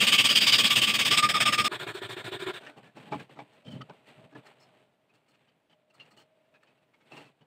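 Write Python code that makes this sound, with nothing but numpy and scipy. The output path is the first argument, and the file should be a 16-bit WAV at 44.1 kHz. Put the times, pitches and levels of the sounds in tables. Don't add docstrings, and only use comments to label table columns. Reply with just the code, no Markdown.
import sys
import numpy as np
from scipy import signal
from scipy.fft import rfft, irfft, next_fast_len
from scipy.io import wavfile
from scipy.ndimage import uniform_filter1d, map_coordinates

SR = 44100
rng = np.random.default_rng(int(sys.argv[2]) if len(sys.argv) > 2 else 0)


def put_to_file(sound):
    columns = np.atleast_2d(sound).T
    safe = np.clip(columns, -1, 1)
    whole_steps = np.round(safe * 32767)
    wavfile.write(sys.argv[1], SR, whole_steps.astype(np.int16))


N = 328986


def sanding():
    # fastest_s, width_s, level_db, relative_ring_db
    passes = [(.017, .034, -21, -18.5), (.078, .025, -19, -19.5), (.131, .029, -18.5, -15),
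              (.192, 0.028, -19, -19.5), (0.25, 0.024, -19.5, -21), (.301, .031, -20.5, -18),
              (.362, 0.026, -19, -29), (.418, 0.031, -21, -27.5), (0.477, 0.028, -19.5, -17),
              (0.533, 0.03, -19, -20), (0.592, 0.027, -19.5, -15), (.649, .031, -19.5, -20),
              (.711, 0.027, -21, -13.5), (.767, 0.029, -19, -22), (.826, 0.027, -21, -16.5),
              (.884, 0.034, -22, -15), (.947, .022, -22, -16.5), (.999, 0.029, -21, -15.5),
              (1.06, .026, -21.5, -18), (1.12, 0.032, -23, -9), (1.181, .022, -21, -7),
              (1.236, 0.028, -24.5, 0.2), (1.297, 0.022, -24, -17), (1.35, .029, -27, 1.3),
              (1.41, .023, -22.5, -9), (1.467, 0.031, -23.5, -4), (1.532, .022, -24.5, -6.5),
              (1.59, .028, -25, -3.5), (1.653, .027, -25.5, -5)]
    # frequency_hz, density_db
    first_spectrum = [(290, -49.5), (500, -18.5), (1010, -14), (1170, -13.5), (1310, -14), (1960, -8.5),
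                      (2200, -5), (3070, 1.5), (4150, -10), (4860, -4.5), (6030, -18.5), (6480, -21.5),
                      (8160, -17), (10700, -29), (15600, -24)]
    end_spectrum = [(290, -52), (500, -24.5), (612, -16), (1060, -23), (1430, -15), (2230, -9.5),
                    (2810, -12.5), (3590, -10), (4270, -22), (5150, -14.5), (6030, -33), (8280, -23),
                    (10700, -38.5), (15600, -34)]
    # pitch_hz, width_hz, lift_db
    handle_modes = [(1757, 71, -4.5), (2237, 41, 1), (2476, 83, 0), (2704, 70, -1.5), (3010, 70, -2),
                    (3315, 150, 0), (3670, 150, -1.5), (6450, 97, 3.5), (6960, 160, 1), (8240, 350, 0.5)]
    # time_s, pitch_hz, width_hz
    handle_track = [(0, 1170, 40), (1.1, 1166, 40), (1.2, 1208, 40), (1.7, 1217, 39.7)]
    whistle_track = [(0, 4780, 201), (.6, 4786, 200.7), (1.1, 4870, 200.6), (1.299, 5070, 200),
                     (1.7, 5240, 200.7)]
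    # time_s, gain_db
    bright_gain = [(0, -16), (.2, -15), (.55, -12.5), (.72, -17.5), (1.05, -14), (1.2, -10.5), (1.7, -10)]
    whistle_gain = [(0, -9), (.22, -7), (.29, 6), (.55, 5), (.66, -8), (1.1, -7), (1.25, -5), (1.7, -4)]
    squeal_gain = [(0, -19.5), (1.05, -10.5), (1.2, -1.5), (1.7, -1)]
    # time_s, level_db
    bench_level = [(0, -37), (.25, -38.5), (.5, -37.5), (.8, -34.5), (1.05, -37), (1.3, -35.5), (1.7, -37)]
    # frequency_hz, density_db
    bench_spectrum = [(18, -63), (30, -34), (59, -31), (119, 3.5), (151, -3), (226, 3.5), (359, -6.5),
                      (600, -7.5), (780, -36), (1320, -120)]
    move_s, stop_s, pull_push_treble_db = (1.08, 1.2), 1.683, (-11.5, -13)
    t = np.arange(N) / SR
    times, widths, db, ring_db = np.transpose(passes)
    bright_db = db + np.interp(times, *np.transpose(bright_gain))
    treble_db = db + np.resize(pull_push_treble_db, len(times))
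    bench_db = np.interp(times, *np.transpose(bench_level)) + 0.63 * rng.standard_normal(len(times))
    body, handle, bright, treble, bench = strokes(
        times, widths, [db, db + ring_db, bright_db, treble_db, bench_db],
        rise=.36, fall=1.158, bluntness=3.14, turn_db=-22)
    grains, moved = grit(0.84, 700), np.interp(t, move_s, (0, 1))
    tear = np.sqrt(1 - moved) * wood_colour(grains, first_spectrum, handle_modes, patchy_db=1.72)
    tear += np.sqrt(moved) * wood_colour(grains, end_spectrum, handle_modes, patchy_db=2.0)
    rasp = rubbing(tear, body, bright, treble, edges_hz=(4250, 6000))
    whistle = ring(bright * amp(curves(whistle_gain)[0]), whistle_track, steady=.42)
    phase = 2 * np.pi * np.cumsum(curves(handle_track)[0] + 6 * wobble(30)) / SR
    tone = np.sin(phase) + amp(-9) * np.sin(2 * phase) + amp(-14.5) * np.sin(3 * phase)
    squeal = amp(curves(squeal_gain)[0] + 1.2 * wobble(72)) * uniform_filter1d(handle, 300) * tone
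    shake = uniform_filter1d(bench, 1500) * filtered(grit(2.6, 40), colour(bench_spectrum))
    dead_stop = np.clip((stop_s - t) / .003, 0, 1)
    return (rasp + whistle + ring(handle, handle_track, steady=0.55) + squeal + shake) * dead_stop


def filing():
    # fastest_s, level_db, relative_ring_db
    passes = [(1.732, -34.5, -14.5), (1.811, -39, -14), (1.884, -36.5, -11), (1.959, -41, -5.5),
              (2.034, -38.5, -16.5), (2.108, -38.5, -17), (2.182, -39.5, -17.5), (2.26, -40, -17),
              (2.334, -38, -2), (2.411, -41, -4), (2.479, -36.5, 0.2), (2.552, -43, -22)]
    # frequency_hz, density_db
    spectrum = [(24, -72), (40, -70), (117, 2), (235, -14), (388, -1.5), (536, -12.5), (608, -7),
                (780, -11), (1380, -9.5), (2010, -16), (3670, -9), (6190, -39), (8150, -29.5), (9700, -41),
                (15600, -41.5)]
    # pitch_hz, width_hz, lift_db
    rasp_modes = [(650, 150, -6), (993, 33, 3), (1414, 46, 2.5), (1763, 300, 4), (2190, 56, 3),
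                  (2400, 160, 1.5), (3540, 520, -2), (4360, 35, 1), (7040, 250, -2.5), (8500, 180, 1)]
    # time_s, pitch_hz, width_hz
    vice_track = [(1.699, 372.3, 30.05), (2.6, 378.3, 30.2)]
    width_s, push_pull_bright_db, push_pull_treble_db = .033, (-7.8, -5), (-20, -16)
    times, db, ring_db = np.transpose(passes)
    bright_db = db + np.resize(push_pull_bright_db, len(times))
    treble_db = db + np.resize(push_pull_treble_db, len(times))
    body, vice, bright, treble = strokes(
        times, np.full(len(times), width_s), [db, db + ring_db, bright_db, treble_db],
        rise=0.49, fall=1.1, bluntness=4.47, turn_db=-15)
    tear = wood_colour(grit(0.7, 700), spectrum, rasp_modes, patchy_db=2.0)
    rasp = rubbing(tear, body, bright, treble, edges_hz=(2900, 5800))
    return rasp + jolts(pitch_hz=vice_track[0][1]) + ring(vice, vice_track, steady=0.46)


def jolts(pitch_hz):
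    # start_s, level_db
    catches = [(1.689, -40), (1.715, -29.5), (1.8, -41), (1.827, -31), (1.866, -26.5), (1.949, -30),
               (2.017, -26.5), (2.091, -40), (2.122, -36), (2.166, -28), (2.245, -45), (2.278, -32),
               (2.318, -31), (2.422, -28), (2.467, -35), (2.547, -38.5)]
    rise_s, t60_s = 0.0025, 0.062
    out, t = np.zeros(N), np.arange(SR // 8) / SR
    envelope = amp(-60 * t / t60_s) * (1 - np.exp(-t / rise_s))
    for start_s, db in catches:
        hz = pitch_hz * (1 + rng.normal(0, 0.024))
        out[round(start_s * SR):][:len(t)] += amp(db) * envelope * np.sin(2 * np.pi * hz * t)
    return out


def contacts():
    # start_s, drive_db, length_s, sheet_gain_db, part_pitch_hz, part_gain_db, blade_gain_db
    knocks = [(2.614, -46, 0.11, -4, 1520, -10.5, -27), (2.6643, -36, .021, -15, 1830, -12, -30),
              (2.7693, -47.5, .019, 4, 2750, -14, -12), (2.825, -52.5, 0.062, -3, 1730, -5, -18),
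              (2.9613, -39.5, 0.027, -3.5, 2600, -19, -18), (2.9994, -54, 0.053, -.7, 2480, -15, -14),
              (3.0493, -50, .06, 2, 1700, -20, -21), (3.1168, -31, .034, 6.5, 2320, -13.5, -34),
              (3.197, -35, 0.015, -11, 1626, -13, -23), (3.292, -50.5, 0.0072, 9, 2600, -14, -16),
              (3.3523, -48.5, 0.037, -2, 1284, -6.5, -21), (3.3874, -37.5, 0.023, 4, 2310, -15.5, -27),
              (3.5209, -54.5, 0.042, -3, 1840, -17, -11), (3.6456, -49.5, 0.052, -6, 3100, -4, -10),
              (3.6994, -48, .05, -11, 3025, -6, -7), (3.7494, -46.5, 0.027, -.6, 3050, -10, -20),
              (3.8076, -41.5, 0.015, -14, 1267, 2, -19.5), (3.812, -42, 0.011, -20, 3040, -1, -32.5),
              (3.8955, -41, .015, -1, 1510, -9, -32), (4.0594, -55, 0.05, -3, 1920, -16, -9),
              (4.3191, -52, .02, 4, 1680, -9, -20), (4.35, -41, 0.018, 0.5, 1772, -10.5, -33),
              (4.455, -44, 0.029, -13, 1850, -18, -14), (4.5945, -50.5, .049, -20, 5270, -15.5, -8),
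              (5.0914, -58, .021, -16, 2530, -11, -23), (5.1344, -61.5, .031, -7, 2680, -12.5, -4),
              (5.2774, -61, .04, -4, 2940, -15, -4), (5.339, -51, .021, -12, 2640, -18, -18),
              (5.4794, -57, 0.021, -14, 3030, -10, -24), (5.6955, -54, .016, -14, 3060, -9, -24),
              (5.7235, -53.5, .016, -7, 3020, -10.5, -24), (5.898, -57, .019, -12, 2710, -9, -10),
              (5.9354, -57, .033, -11, 1280, -8, -5), (5.9946, -45.5, .032, -23, 2780, -3, -24),
              (6.0, -60, .04, -17, 1280, -3.5, -24), (6.051, -56.5, .019, -6, 2690, -10, -12),
              (6.1043, -50.5, 0.03, -11, 1280, -15, -9.5), (6.164, -53, 0.038, -3, 2920, -8, -6),
              (6.1945, -46, .031, -18, 3060, -17, -11), (6.5344, -59, .035, -14, 1680, -3, -30),
              (6.54, -59, .03, -20, 2490, -3, -30), (6.44, -65, 0.027, -8, 1770, -10, -25),
              (6.627, -53.5, .017, -17, 1780, -13, -14), (6.6682, -54.5, 0.037, -15, 2545, -12, -23),
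              (6.935, -54, .02, -15, 2220, -9.5, -20), (7.002, -52.5, 0.024, -12, 2200, -14, -22),
              (7.069, -60, .019, -4, 2710, -9, -17), (7.1102, -43, .044, -6, 2660, -14, -19),
              (7.167, -38.5, 0.023, -9, 2745, -10.5, -15), (7.1894, -46, .043, -8, 2760, -17, -15),
              (7.2394, -50, .042, -8, 2640, -13.5, -15), (7.409, -56, 0.017, -6, 2950, -9.5, -20)]
    # pitch_hz, width_hz, gain_db
    sheet_modes = [(180, 54, -17), (293, 19.6, 10), (447, 22, 3), (632, 75, 2.5), (840, 44, 6),
                   (1008, 47, 1), (1144, 160, -3.5)]
    blade_modes = [(1277, 37, -3.5), (2860, 64, -5.5), (4250, 78, 6), (4420, 130, -2), (4800, 100, -1),
                   (5420, 180, -9)]
    part_t60_s, overtone_ratio = 0.029, 1.51
    lines, t = np.zeros((4, N + SR)), np.arange(SR // 6) / SR
    for start_s, db, length_s, sheet_db, hz, part_db, blade_db in list(knocks) + ticks(count=12):
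        attack_s = length_s * np.interp(db, (-48, -36), (.2, .03))
        envelope = np.exp(-(t / max(length_s, .003)) ** 2.56) * (1 - np.exp(-t / attack_s))
        bounce = amp(3.2 * np.repeat(rng.standard_normal(len(t) // 64 + 1), 64)[:len(t)])
        blows = amp(db) * envelope * unit(bounce * rng.standard_normal(len(t)))
        phase = 2 * np.pi * hz * t
        tone = amp(-60 * t / part_t60_s) * (np.sin(phase) + amp(-14.5) * np.sin(overtone_ratio * phase))
        ringing = signal.fftconvolve(blows, tone / np.linalg.norm(tone))[:len(t)]
        at = slice(round(start_s * SR), round(start_s * SR) + len(t))
        lines[:, at] += [amp(sheet_db) * blows, amp(blade_db) * blows, blows, amp(part_db) * ringing]
    on_sheet, on_blade, direct, parts = lines[:, :N]
    sheet = amp(10.5) * filtered(on_sheet, modes(sheet_modes[:3]))
    sheet += amp(9.5) * filtered(on_sheet, modes(sheet_modes[3:]))
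    sheet = filtered(sheet, lambda f: lowpass(f, 1800) ** 2)
    blade = amp(15) * filtered(on_blade, modes(blade_modes[:2]))
    blade += amp(7) * filtered(on_blade, modes(blade_modes[2:]))
    edge_mode = modes([(8150, 1600, -3)])
    edge = filtered(on_blade, lambda f: amp(-11.5) * highpass(f, 5000) ** 3 + edge_mode(f))
    crack = amp(-0.5) * filtered(direct, lambda f: lowpass(f, 3300) ** 4 * highpass(f, 1200) ** 2)
    return sheet + blade + edge + crack + filtered(parts, lambda f: highpass(f, 400))


def ticks(count):
    return [(np.interp(when, (0, 1), (6.2, 8.1)), -65 + 5 * force, .019, -9, 1700 + 1400 * pitch, -12, -20)
            for when, force, pitch in rng.random((count, 3))]


def sliding():
    # start_s, length_s, boom_db, wood_db, scrape_db
    drags = [(2.601, 0.096, -66, -55, -56.5), (2.759, 0.031, -54.5, -51, -60),
             (2.815, 0.063, -60.5, -62, -64), (2.947, 0.14, -54.5, -55.5, -59),
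             (3.106, 0.048, -39.5, -55, -52), (3.173, 0.057, -51, -55, -56.5),
             (3.29, 0.047, -58, -58.5, -62), (3.356, 0.065, -54.5, -59, -64), (3.516, .09, -66, -67, -69),
             (3.65, 0.042, -40.5, -60, -62), (3.695, 0.13, -43, -60.5, -63.5),
             (3.884, 0.025, -53, -52, -70), (4.056, 0.11, -69, -64, -64.5),
             (4.154, 0.098, -55, -60.5, -65.5), (4.341, 0.043, -53, -55, -62),
             (4.427, 0.089, -80, -62, -65), (4.559, 0.28, -71.5, -68, -72.5), (5.126, 0.032, -73, -76, -77),
             (5.26, 0.23, -77, -78, -77.5), (5.69, 0.042, -72, -78, -75), (5.95, 0.14, -70, -70, -71),
             (6.11, .13, -70, -71, -75), (6.523, 0.041, -74, -70, -76), (6.621, .11, -78, -74, -79),
             (6.801, .04, -77, -76, -78), (7.051, 0.066, -70, -69, -68), (7.102, .13, -59, -56, -59.5),
             (7.245, .05, -68, -64, -67), (7.403, 0.028, -59.5, -65.5, -75)]
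    # time_s, level_db
    rustle = [(2.6, -67), (2.93, -75), (3.5, -70.5), (4.5, -71), (4.8, -77), (4.95, -78), (5.6, -83.5),
              (6.3, -78), (7.46, -80.5)]
    # frequency_hz, density_db
    boom_spectrum = [(24, -77), (40, -62), (128, 3.5), (215, -3.5), (253, -2.5), (335, -18.5), (450, -16),
                     (580, -16), (990, -120)]
    wood_spectrum = [(210, -8), (350, -6), (420, -3), (501, -5), (816, -5), (899, -7), (1500, -17),
                     (1950, -32), (3300, -120)]
    scrape_spectrum = [(710, -23.5), (1200, -5), (1340, -3), (1720, 0.5), (2170, 1), (2820, 0), (4600, -12),
                       (5980, -34), (10100, -120)]
    fizz_spectrum = [(2350, -1), (4000, -4), (4430, -26), (5860, -10), (7520, -3.5), (8150, 1.5),
                     (10200, -12.5), (14900, -13.5), (15600, -29)]
    rise_s, fall_s, fizz_db = .012, 0.02, -13.5
    t = np.arange(N) / SR
    rustle_level = amp(curves(rustle)[0] + 1.2 * wobble(9))
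    envelopes = np.outer(amp((-2, 1.5, -1.5)), rustle_level)
    for start_s, length_s, *db in drags:
        at = slice(round(start_s * SR), round((start_s + length_s + .2) * SR))
        age = t[at] - start_s
        shape = (1 - np.exp(-age.clip(0) / rise_s)) * np.exp(-np.maximum(age - length_s, 0) / fall_s)
        envelopes[:, at] = np.hypot(envelopes[:, at], amp(db)[:, None] * shape)
    lumps = amp(1.5 * wobble(35)) * (t > drags[0][0])
    boom = envelopes[0] * filtered(grit(0.9, 60), colour(boom_spectrum))
    wood = envelopes[1] * filtered(grit(1.197, 130), colour(wood_spectrum))
    grain = grit(1.76, 300)
    fizz = amp(fizz_db) * filtered(grain, colour(fizz_spectrum))
    scrape = envelopes[2] * (filtered(grain, colour(scrape_spectrum)) + fizz)
    return lumps * (boom + wood + scrape)


def air():
    # frequency_hz, density_db
    spectrum = [(15, -32), (25, -6), (49, -15), (129, -2), (306, 0), (359, -3), (633, -1.5), (1110, -10),
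                (2710, -16), (5910, -26.5), (15600, -31)]
    # time_s, level_db
    hum_level = [(2.6, -63), (2.96, -87), (3.24, -70), (3.45, -82), (3.7, -58), (3.9, -74), (4.2, -60),
                 (4.45, -78), (4.72, -70), (4.9, -80), (5.5, -85), (5.8, -76.5), (7.46, -83)]
    hush = amp(-76 + 1.5 * wobble(5.7)) * filtered(rng.standard_normal(N), colour(spectrum))
    hum_drive = amp(curves(hum_level)[0] + 2.5 * wobble(7.3))
    return hush + ring(hum_drive, [(0, 623.7, 29.96), (8, 626, 30)], steady=0.2)


def strokes(times, widths, levels, rise, fall, bluntness, turn_db):
    t, out = np.arange(N) / SR, np.zeros((len(levels), N))
    for fastest_s, width_s, db in zip(times, widths, np.transpose(levels)):
        at = slice(max(0, round((fastest_s - .06) * SR)), round((fastest_s + .12) * SR))
        u = (t[at] - fastest_s) / width_s
        shape = np.exp(-np.abs(np.where(u < 0, u / rise, u / fall)) ** bluntness)
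        turn = amp(turn_db) * np.exp(-(u / 1.2) ** 2)
        out[:, at] += amp(db)[:, None] * (shape + turn)
    return out


def grit(bite_db, rate_hz):
    return unit(amp(bite_db * wobble(rate_hz)) * rng.standard_normal(N))


def wood_colour(x, spectrum, peaks, patchy_db):
    frames = signal.stft(x, nperseg=256)[2]
    patches = uniform_filter1d(rng.standard_normal(frames.shape), size=3, axis=0)
    patches = uniform_filter1d(patches, size=14, axis=1)
    patchy = signal.istft(frames * amp(patchy_db * unit(patches)), nperseg=256)[1][:N]
    lift = lambda f: 1 + sum(np.abs(modes([row])(f)) ** 2 for row in peaks)
    return unit(filtered(patchy, lambda f: colour(spectrum)(f) * lift(f)))


def rubbing(tear, body, bright, treble, edges_hz):
    low, low_and_mid = (filtered(tear, lambda f: 1 / (1 + (f / edge) ** 16)) for edge in edges_hz)
    return body * low + bright * unit(low_and_mid - low) + treble * unit(tear - low_and_mid)


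def ring(drive, track, steady):
    hz, width_hz = curves(track)
    lag = lambda f: lowpass(f, np.mean(width_hz) / 2)
    real, imag = (filtered(rng.standard_normal(N), lambda f: lag(f) * lag(f / 3)) for _ in range(2))
    phasor = real + 1j * imag
    flutter = unit(phasor / np.abs(phasor) ** steady)
    carrier = np.exp(2j * np.pi * np.cumsum(hz) / SR)
    return np.sqrt(2) * filtered(drive, lambda f: lag(f / 3.8)) * np.real(flutter * carrier)


def modes(rows):
    return lambda f: sum((-1) ** k * amp(db) * 1j * f * width / (hz * hz - f * f + 1j * f * width)
                         for k, (hz, width, db) in enumerate(rows))


def colour(points):
    hz, db = np.transpose(points)
    return lambda f: unit(amp(np.interp(np.log(f + 1), np.log(hz + 1), db, left=-120, right=-120)))


def lowpass(f, corner_hz):
    return 1 / (1 + 1j * f / corner_hz)


def highpass(f, corner_hz):
    return 1 / (1 - 1j * corner_hz / (f + 1))


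def filtered(x, response):
    size = next_fast_len(N + SR // 2)
    return irfft(rfft(x, size) * response(np.fft.rfftfreq(size, 1 / SR)), size)[:N]


def wobble(rate_hz):
    knots = rng.standard_normal(int(N * rate_hz / SR) + 4)
    return map_coordinates(knots, [np.arange(N) * rate_hz / SR])


def curves(rows):
    times, *columns = np.transpose(rows)
    return [np.interp(np.arange(N) / SR, times, column) for column in columns]


def amp(db):
    return 10 ** (np.asarray(db) / 20)


def unit(x):
    return x / np.sqrt(np.mean(np.abs(x) ** 2) + 1e-20)


def scene():
    return (sanding() + filing() + sliding() + contacts() + air())[None]


def record(dry):
    bass_hz, top_hz = 30, 15750
    return filtered(dry[0], lambda f: (f < top_hz) * highpass(f, bass_hz) ** 2)[None]


dry = scene()
out = record(dry)
put_to_file(out)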